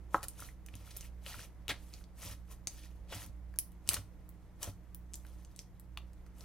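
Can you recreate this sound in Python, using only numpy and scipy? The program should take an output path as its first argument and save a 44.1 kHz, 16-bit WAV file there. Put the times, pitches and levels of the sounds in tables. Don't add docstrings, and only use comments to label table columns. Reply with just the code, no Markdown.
import sys
import numpy as np
from scipy import signal
from scipy.fft import rfft, irfft, next_fast_len
from scipy.io import wavfile
from scipy.ndimage import uniform_filter1d

SR = 44100
rng = np.random.default_rng(int(sys.argv[2]) if len(sys.argv) > 2 else 0)


def to_wav(s):
    ch = np.atleast_2d(s).T
    pcm = np.round(np.clip(ch, -1, 1) * 32767)
    wavfile.write(sys.argv[1], SR, pcm.astype(np.int16))


N = 284004
TIME = np.arange(N) / SR

# (time [s], relative level [dB], cavity pitch [Hz],
# relative level of the film's snap [dB], left minus right [dB])
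POPS = [(0.1448, 3, 1105, -30.5, 1.5), (0.1446, -7, 530, -53, 0), (.2302, -24.5, 1980, -28, 4),
        (.2838, -14, 9700, -53, -3.5), (0.2858, -17.5, 10800, -54, 2), (0.4034, -29, 10500, -33, 5),
        (.423, -25, 1240, -55, 0), (.6629, -30, 11200, -37.5, 4), (.686, -31, 2250, -44.5, 1),
        (.7398, -29.5, 2680, -53, 1), (.7538, -27.5, 10430, -43, 7), (0.9656, -26, 12100, -30.5, -1),
        (0.97, -14, 12420, -53, 0), (1.0091, -23, 6840, -34.5, -1), (1.2633, -21, 2930, -45, 2),
        (1.6813, -15.5, 3070, -26, 3.5), (1.9384, -26, 4470, -41, 0), (2.0405, -36.5, 4470, -54, 0),
        (2.672, -9, 6300, -23, 2.5), (3.124, -20.5, 686, -50, 1), (3.1508, -31, 9000, -36, 5),
        (3.263, -29, 12000, -43, 3), (3.54, -37.5, 1620, -53, 3), (3.56, -41, 1470, -45, 1.5),
        (3.588, -0.5, 11200, -48, 3), (3.5878, -8, 9600, -51, 0.5), (3.5883, -25.5, 3380, -61, 0),
        (3.7194, -41, 12000, -54, 4), (3.8756, -22, 9250, -31.5, 2.5), (3.89, 2.5, 9600, -13.5, 4.5),
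        (3.8901, -12, 4040, -44, -5), (3.9333, -10, 10940, -23, 3), (3.942, -9.5, 10000, -20.5, 1),
        (3.9437, -14, 10400, -21, 2), (3.9672, -38, 810, -44, 0), (4.2915, -26, 14040, -65, -1),
        (4.6295, -13, 8510, -32.5, 5), (4.631, -15.5, 6340, -23, 0), (4.6427, -27.5, 7650, -29, -2),
        (4.9471, -18, 13780, -46.5, 3), (5.136, -21, 7270, -50, 1.5), (5.1417, -19.5, 6800, -37, 0),
        (5.1557, -22, 11500, -39, 8), (5.2503, -35, 1490, -52, 3), (5.2665, -38, 12000, -50, 5),
        (5.449, -33.5, 6800, -53.5, 2), (5.5626, -28, 8610, -51, 4.5), (5.5911, -19, 6150, -33, 2),
        (5.7977, -28, 11210, -57, 3.5), (5.9736, -17.5, 2890, -34, 2.5), (5.974, -23.5, 1101, -54, 2),
        (6.133, -46, 5480, -51, 3), (6.2643, -43, 1600, -51, 0), (6.4082, -30.5, 4770, -48.5, 5)]
# (time [s], length [s], relative level [dB], pitch of the fold [Hz])
SQUIRTS = [(.148, 0.0079, -46, 850), (.2315, 0.013, -47.5, 13000), (1.689, 0.012, -37, 3500),
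           (1.699, 0.019, -38, 2300), (3.124, 0.015, -48.5, 1860), (3.143, 0.016, -51, 15000),
           (4.672, 0.016, -50, 333), (3.964, 0.0074, -44.5, 1630), (.906, 0.01, -55.5, 5600),
           (3.1, 0.026, -66.5, 4200), (2.683, 0.006, -58, 6700)]
# (time [s], relative level [dB])
THUDS = [(0.1451, -43.5), (0.214, -54), (0.406, -45.5), (0.736, -39.5), (1.368, -41.5), (1.686, -39),
         (2.248, -41.5), (2.309, -44), (3.148, -37.5), (3.271, -42), (3.88, -38.5), (3.973, -36.5),
         (4.673, -33.5)]
# (time [s], length [s], relative crackle level [dB],
# fade over the length [dB], large cells relative to small [dB], fine threads relative to small cells [dB])
PEELS = [(0.146, 0.029, -60, -1, 6, 3), (0.242, .012, -56.5, 11, 4, 2), (0.293, .03, -72, 6, -4, 12),
         (0.394, .11, -53, 11.5, -5, 3.5), (0.739, 0.086, -65.5, 0, -2, -0.5),
         (0.859, 0.2, -60, 1.5, -7, 1), (1.272, .17, -51, 5.5, -5.5, 0), (1.717, 0.04, -57.5, 5, 2, -6),
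         (1.801, 0.22, -70, -0.5, -9, 4), (1.932, .02, -60, 0.5, -9, -1), (2.198, 0.035, -59, -4, -2.5, 4),
         (2.246, 0.079, -50.5, 3, -4.5, 1.5), (2.508, 0.01, -64.5, -4.5, -0.5, 5),
         (2.708, 0.071, -65, 0, -9, 2), (2.782, .07, -58.5, 2, -13, -2.5), (2.898, .08, -74, 6, -6, 1),
         (3.126, .06, -49, 3.5, -4, -2.5), (3.209, 0.035, -52.5, 3.5, -5, 3.5),
         (3.901, 0.071, -50, 2, -2, 0.5), (4.632, 0.042, -56, -2.5, 0, 4), (5.15, 0.11, -71, 12, 0.5, 9.5),
         (5.269, 0.29, -73, 6, 1.5, 2), (5.593, 0.022, -69, 0.5, -6, 6), (6.384, 0.058, -67.5, -1, -2, 4.5)]
# (frequency [Hz], relative level [dB], 60 dB decay time [s])
TABLE_MODES = [(86.5, -1.5, 0.13), (98.2, -1, .25), (136, -4.5, 0.11), (239, -6.5, 0.1), (288, -8.5, .1)]
# (frequency [Hz], rms level [dB], waver [dB])
HUM_TONES = [(60, -53.5, 2.8), (121, -68, 1.5), (175.3, -77.5, 6), (180.1, -66, 0.9), (302, -78, 2.5),
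             (311, -78, 3), (327.6, -80, 1), (357, -83.5, 3.5), (11850, -92, 2.5)]
# (frequency [Hz], relative level [dB])
SNAP_SPECTRUM = [(150, -4.5), (400, -1), (1000, -8), (4000, -1), (11000, -1.5), (16000, -8)]
# (frequency [Hz], relative level [dB])
LARGE_CELL_SPECTRUM = [(120, -14), (300, -8), (600, 5), (1300, 4), (1900, -21.5), (3000, -38.5)]
# (frequency [Hz], relative level [dB])
SMALL_CELL_SPECTRUM = [(700, -27.5), (1500, -6.5), (2500, -0.5), (4500, -3), (6000, -3), (9000, -32.5)]
# (frequency [Hz], relative level [dB])
THREAD_SPECTRUM = [(3500, -27), (6000, -7), (9500, 6.5), (12000, 5.5), (14000, 3), (16000, -9.5)]
# (frequency [Hz], relative level [dB])
FAN_SPECTRUM = [(15, -8.5), (38, 7), (54, 3.5), (70, -13.5), (94, 1), (120, -6.5), (165, -9), (205, -13.5),
                (278, -13.5), (340, -20.5), (470, -17.5), (1000, -24), (1600, -30), (2000, -29),
                (2600, -37), (4000, -43), (12000, -47.5), (16000, -55)]
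# (ratio to the fold's pitch [1], relative level [dB])
POCKET_MODES = [(.15, -5), (.4, -9.5), (1, 4.5), (1.65, 6.5)]
# (frequency [Hz], relative level [dB])
EARLY_SPECTRUM = [(200, 3), (1200, -5.0), (4000, -2.0), (16000, 1.5)]
LOW_TAIL_SPECTRUM = [(300, 4.0), (1500, 3.0), (6000, -15.5), (12000, -30.5)]
HIGH_TAIL_SPECTRUM = [(800, -11), (3500, 4.5), (11000, 1.5), (16000, 3.5)]
# (frequency [Hz], relative level [dB])
ROOM_SIDE = [(500, -18.5), (2000, -16), (4500, -2.5), (8000, 2.5)]
FAN_SIDE = [(60, -4.5), (400, -10), (2000, -6.5), (8000, 2.5)]

ROOM_T60_S, ROOM_TREBLE_T60_S = 0.23, 0.24
TOP_HZ = 16200
RING_CYCLES, RING_HZ, RING_GROWTH = 0.84, 3000, 0.19
GRIP_DB_PER_S, LET_GO_DB_PER_S = 452, 376
CLING_DB = -83.5
TINY_PER_S, TINY_DB, TINY_REFERENCE_DB, TINY_FOLLOW = 22, -46, -60, 0.94


def undb(db):
    return 10 ** (np.asarray(db) / 20)


def unit(x):
    return x / np.sqrt(np.mean(x ** 2))


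def colour(x, points):
    hz, db = np.transpose(points)
    size = next_fast_len(x.shape[-1] + 4096)
    size += size % 2
    bins_hz = np.fft.rfftfreq(size, 1 / SR)
    log_gain = np.log(undb(np.interp(np.log(bins_hz + 1), np.log(hz), db)))
    cepstrum = irfft(log_gain)
    cepstrum[1:size // 2] *= 2
    cepstrum[size // 2 + 1:] = 0
    response = np.exp(rfft(cepstrum))
    return irfft(rfft(x, size) * response)[..., :x.shape[-1]]


def add(out, s, sound):
    i = int(s * SR)
    out[..., i:i + sound.shape[-1]] += sound[..., :N - i]


def pan(db):
    return undb(np.array([[db], [-db]]) / 2)


def ports(x, lag_us):
    left, right = np.broadcast_to(x, (2, N))
    size = next_fast_len(N + 64)
    turn = np.exp(-2j * np.pi * np.fft.rfftfreq(size, 1 / SR) * lag_us / 10 ** 6)
    return np.array([left, irfft(rfft(right, size) * turn, size)[:N]])


def spread(noises, side):
    return noises[0] + np.array([[1], [-1]]) * colour(noises[1], side)


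def walk(rate):
    k = int(SR / rate)
    steps = np.repeat(rng.standard_normal(N // k + 1), k)
    return 1.3 * uniform_filter1d(uniform_filter1d(steps, k), k)[:N]


def clicks(size, per_s, spread_db):
    happens = rng.random(size) < per_s / SR
    strength = undb(spread_db * np.minimum(rng.exponential(size=size), 5))
    return happens * rng.choice([-1, 1], size) * strength


def background(fan_db=-56):
    air = spread(rng.standard_normal((2, N)), FAN_SIDE)
    fan = undb(fan_db + 0.54 * walk(3)) * unit(colour(air, FAN_SPECTRUM))
    hum = 0
    for hz, db, waver_db in HUM_TONES:
        amplitude = np.sqrt(2) * undb(db + waver_db * walk(6.4))
        phase = 2 * np.pi * (hz * TIME + rng.random()) + 0.17 * walk(5.4)
        hum = hum + amplitude * np.sin(phase)
    return pan(-0.65) * fan + pan(-5.5) * hum


def room(x, early_db=-7, late_db=-12.5, early_s=0.012):
    t = TIME[:SR // 2]
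    arrival = np.clip((t - .0006) / 0.0017, 0, 1)
    early = colour(rng.standard_normal((2, len(t))), EARLY_SPECTRUM) * np.exp(-t / early_s) * arrival
    low = colour(rng.standard_normal((2, len(t))), LOW_TAIL_SPECTRUM) * undb(-60 * t / ROOM_T60_S)
    high = colour(rng.standard_normal((2, len(t))), HIGH_TAIL_SPECTRUM) * undb(-60 * t / ROOM_TREBLE_T60_S)
    late = (low + high) * arrival
    response = (undb(early_db) * unit(early) + undb(late_db) * unit(late)) / np.sqrt(len(t))
    response = spread(response, ROOM_SIDE)
    return signal.fftconvolve(x.mean(0)[None], response, axes=1)[:, :N]


def thuds(push_s=0.012):
    out, t = np.zeros(N), TIME[:SR // 3]
    for s, db in THUDS:
        ring = 0
        for hz, mode_db, t60 in TABLE_MODES:
            mode_hz = hz * (1 + 0.018 * rng.standard_normal())
            ring = ring + undb(mode_db - 60 * t / t60) * np.sin(2 * np.pi * mode_hz * t)
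        add(out, s, undb(db) * ring * (1 - np.exp(-t / push_s)))
    return pan(-1.5) * out


def cavity(t, hz, cycles, open_cycles=0.44, sluggish_hz=300):
    opening = 1 - np.exp(-(hz * t / (open_cycles + sluggish_hz / hz)) ** 2)
    return np.sin(2 * np.pi * hz * t) * np.exp(-hz * t / cycles) * opening


def ring_cycles(hz):
    return RING_CYCLES * (hz / RING_HZ) ** RING_GROWTH


def pull():
    power = np.full((3, N), undb(CLING_DB) ** 2)
    for s, length, db, fade_db, large_db, fine_db in PEELS:
        age = TIME - s
        swell_db = GRIP_DB_PER_S * np.minimum(age, 0)
        hold_db = -fade_db * np.clip(age / length, 0, 1)
        release_db = -LET_GO_DB_PER_S * np.maximum(age - length, 0)
        shape_db = swell_db + hold_db + release_db
        near = shape_db > -60
        power[:, near] += (undb([[large_db], [0], [fine_db]]) * undb(db + shape_db[near])) ** 2
    return np.sqrt(power)


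def cells(low_hz, high_hz, per_s, cycles):
    t = TIME[:int(5 * cycles / low_hz * SR)]
    when, pitch, damping, strength = rng.random((int(per_s * N / SR), 4)).T[:, :, None]
    hz = low_hz * (high_hz / low_hz) ** pitch
    size = undb(-3.7 * np.log(np.maximum(strength, .03))) * np.sqrt(hz)
    grains = size * cavity(t, hz, cycles * (.5 + damping))
    places = (when * N).astype(int) + np.arange(len(t))
    return unit(np.bincount(places.ravel(), grains.ravel(), N)[:N])


def peeling(peel_db=-3.5, patchy_db=2.5, ringing_db=0):
    gains = pull()
    out = 0
    for lag_us, pan_db in [(42, 1), (6, 1.5)]:
        tears = unit(clicks(N, per_s=1500, spread_db=3.0))
        swarms = [(LARGE_CELL_SPECTRUM, cells(low_hz=383, high_hz=1500, per_s=250, cycles=2.6)),
                  (SMALL_CELL_SPECTRUM, cells(low_hz=1696, high_hz=6300, per_s=450, cycles=2.8)),
                  (THREAD_SPECTRUM, cells(low_hz=5800, high_hz=13700, per_s=900, cycles=3.3))]
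        hand = 0
        for gain, (spectrum, ringing) in zip(gains, swarms):
            own_tears = unit(clicks(N, per_s=3600, spread_db=1.0))
            tearing = unit(colour(tears + own_tears, spectrum))
            hand = hand + gain * unit(tearing + undb(ringing_db) * ringing)
        patches = undb(peel_db + patchy_db * walk(70))
        out = out + ports(pan(pan_db) * hand * patches, lag_us)
    return out / np.sqrt(2)


def squirts(body_db=0, squirt_db=-5):
    out, t = np.zeros(N), TIME[:SR // 200]
    for s, length, db, hz in SQUIRTS:
        age = TIME[:int(2 * length * SR)] / length
        envelope = np.minimum(age * 6, 1) / (1 + age ** 6)
        flutter = clicks(len(age), per_s=8900, spread_db=1.5) * envelope
        pocket = 0
        for ratio, mode_db in POCKET_MODES:
            pocket = pocket + undb(mode_db) * cavity(t, min(hz * ratio, SR / 3), 0.54)
        ringing = unit(signal.fftconvolve(flutter, pocket)[:len(age)])
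        rush_spectrum = [(hz / 8, -7), (hz, 0), (hz * 2.1, -2), (hz * 4.4, -8), (hz * 6, -20)]
        rush = unit(colour(flutter, rush_spectrum))
        add(out, s, undb(db + squirt_db) * (ringing + undb(body_db) * rush))
    return ports(pan(0.89) * out, lag_us=22.5)


def tiny_pops(low_hz=1300, high_hz=11000, cycles=2.54, scatter_db=3, pan_scatter_db=3):
    out, t = np.zeros((2, N)), TIME[:SR // 80]
    for s, length, db, *_ in PEELS:
        for happens, when, pitch, size, side in rng.random((16, 5)):
            if happens < TINY_PER_S * length / 16:
                follow_db = TINY_FOLLOW * (db - TINY_REFERENCE_DB)
                level_db = TINY_DB + follow_db + scatter_db * (2 * size - 1)
                ring = cavity(t, low_hz * (high_hz / low_hz) ** pitch, cycles)
                gains = undb(level_db) * pan(pan_scatter_db * (2 * side - 1))
                add(out, min(s + when * length, TIME[-1]), gains * ring)
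    return ports(out, lag_us=24)


def pops(snap_s=0.0014, snap_db=-5, step_cycles=3.6, step_db=-7, step_spread=.1, ring_db=-1):
    t = TIME[:SR // 40]
    rings, snaps = np.zeros((2, 2, N))
    for s, db, hz, film_db, pan_db in POPS:
        delays, detunes = rng.uniform(.5, 1.5, 2), rng.uniform(-1, 1, 2)
        steps = zip([0, *np.cumsum(delays)], [0, *detunes])
        for k, (late, detune) in enumerate(steps):
            pitch = min(hz * (1 + step_spread * detune), SR / 3)
            gains = undb(db + ring_db + k * step_db) * pan(pan_db)
            add(rings, s + step_cycles * late / hz, gains * cavity(t, pitch, ring_cycles(hz)))
        snap = rng.standard_normal(len(t)) * np.exp(-t / snap_s)
        add(snaps, s, undb(film_db + snap_db) * pan(pan_db) * snap)
    return ports(rings + colour(snaps, SNAP_SPECTRUM), lag_us=17.6)


def scene():
    slime = pops() + tiny_pops() + squirts() + peeling()
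    return slime + room(slime) + thuds() + background()


def record(dry):
    return signal.sosfilt(signal.ellip(8, .2, 70, TOP_HZ, fs=SR, output="sos"), dry)


dry = scene()
out = record(dry)
to_wav(out)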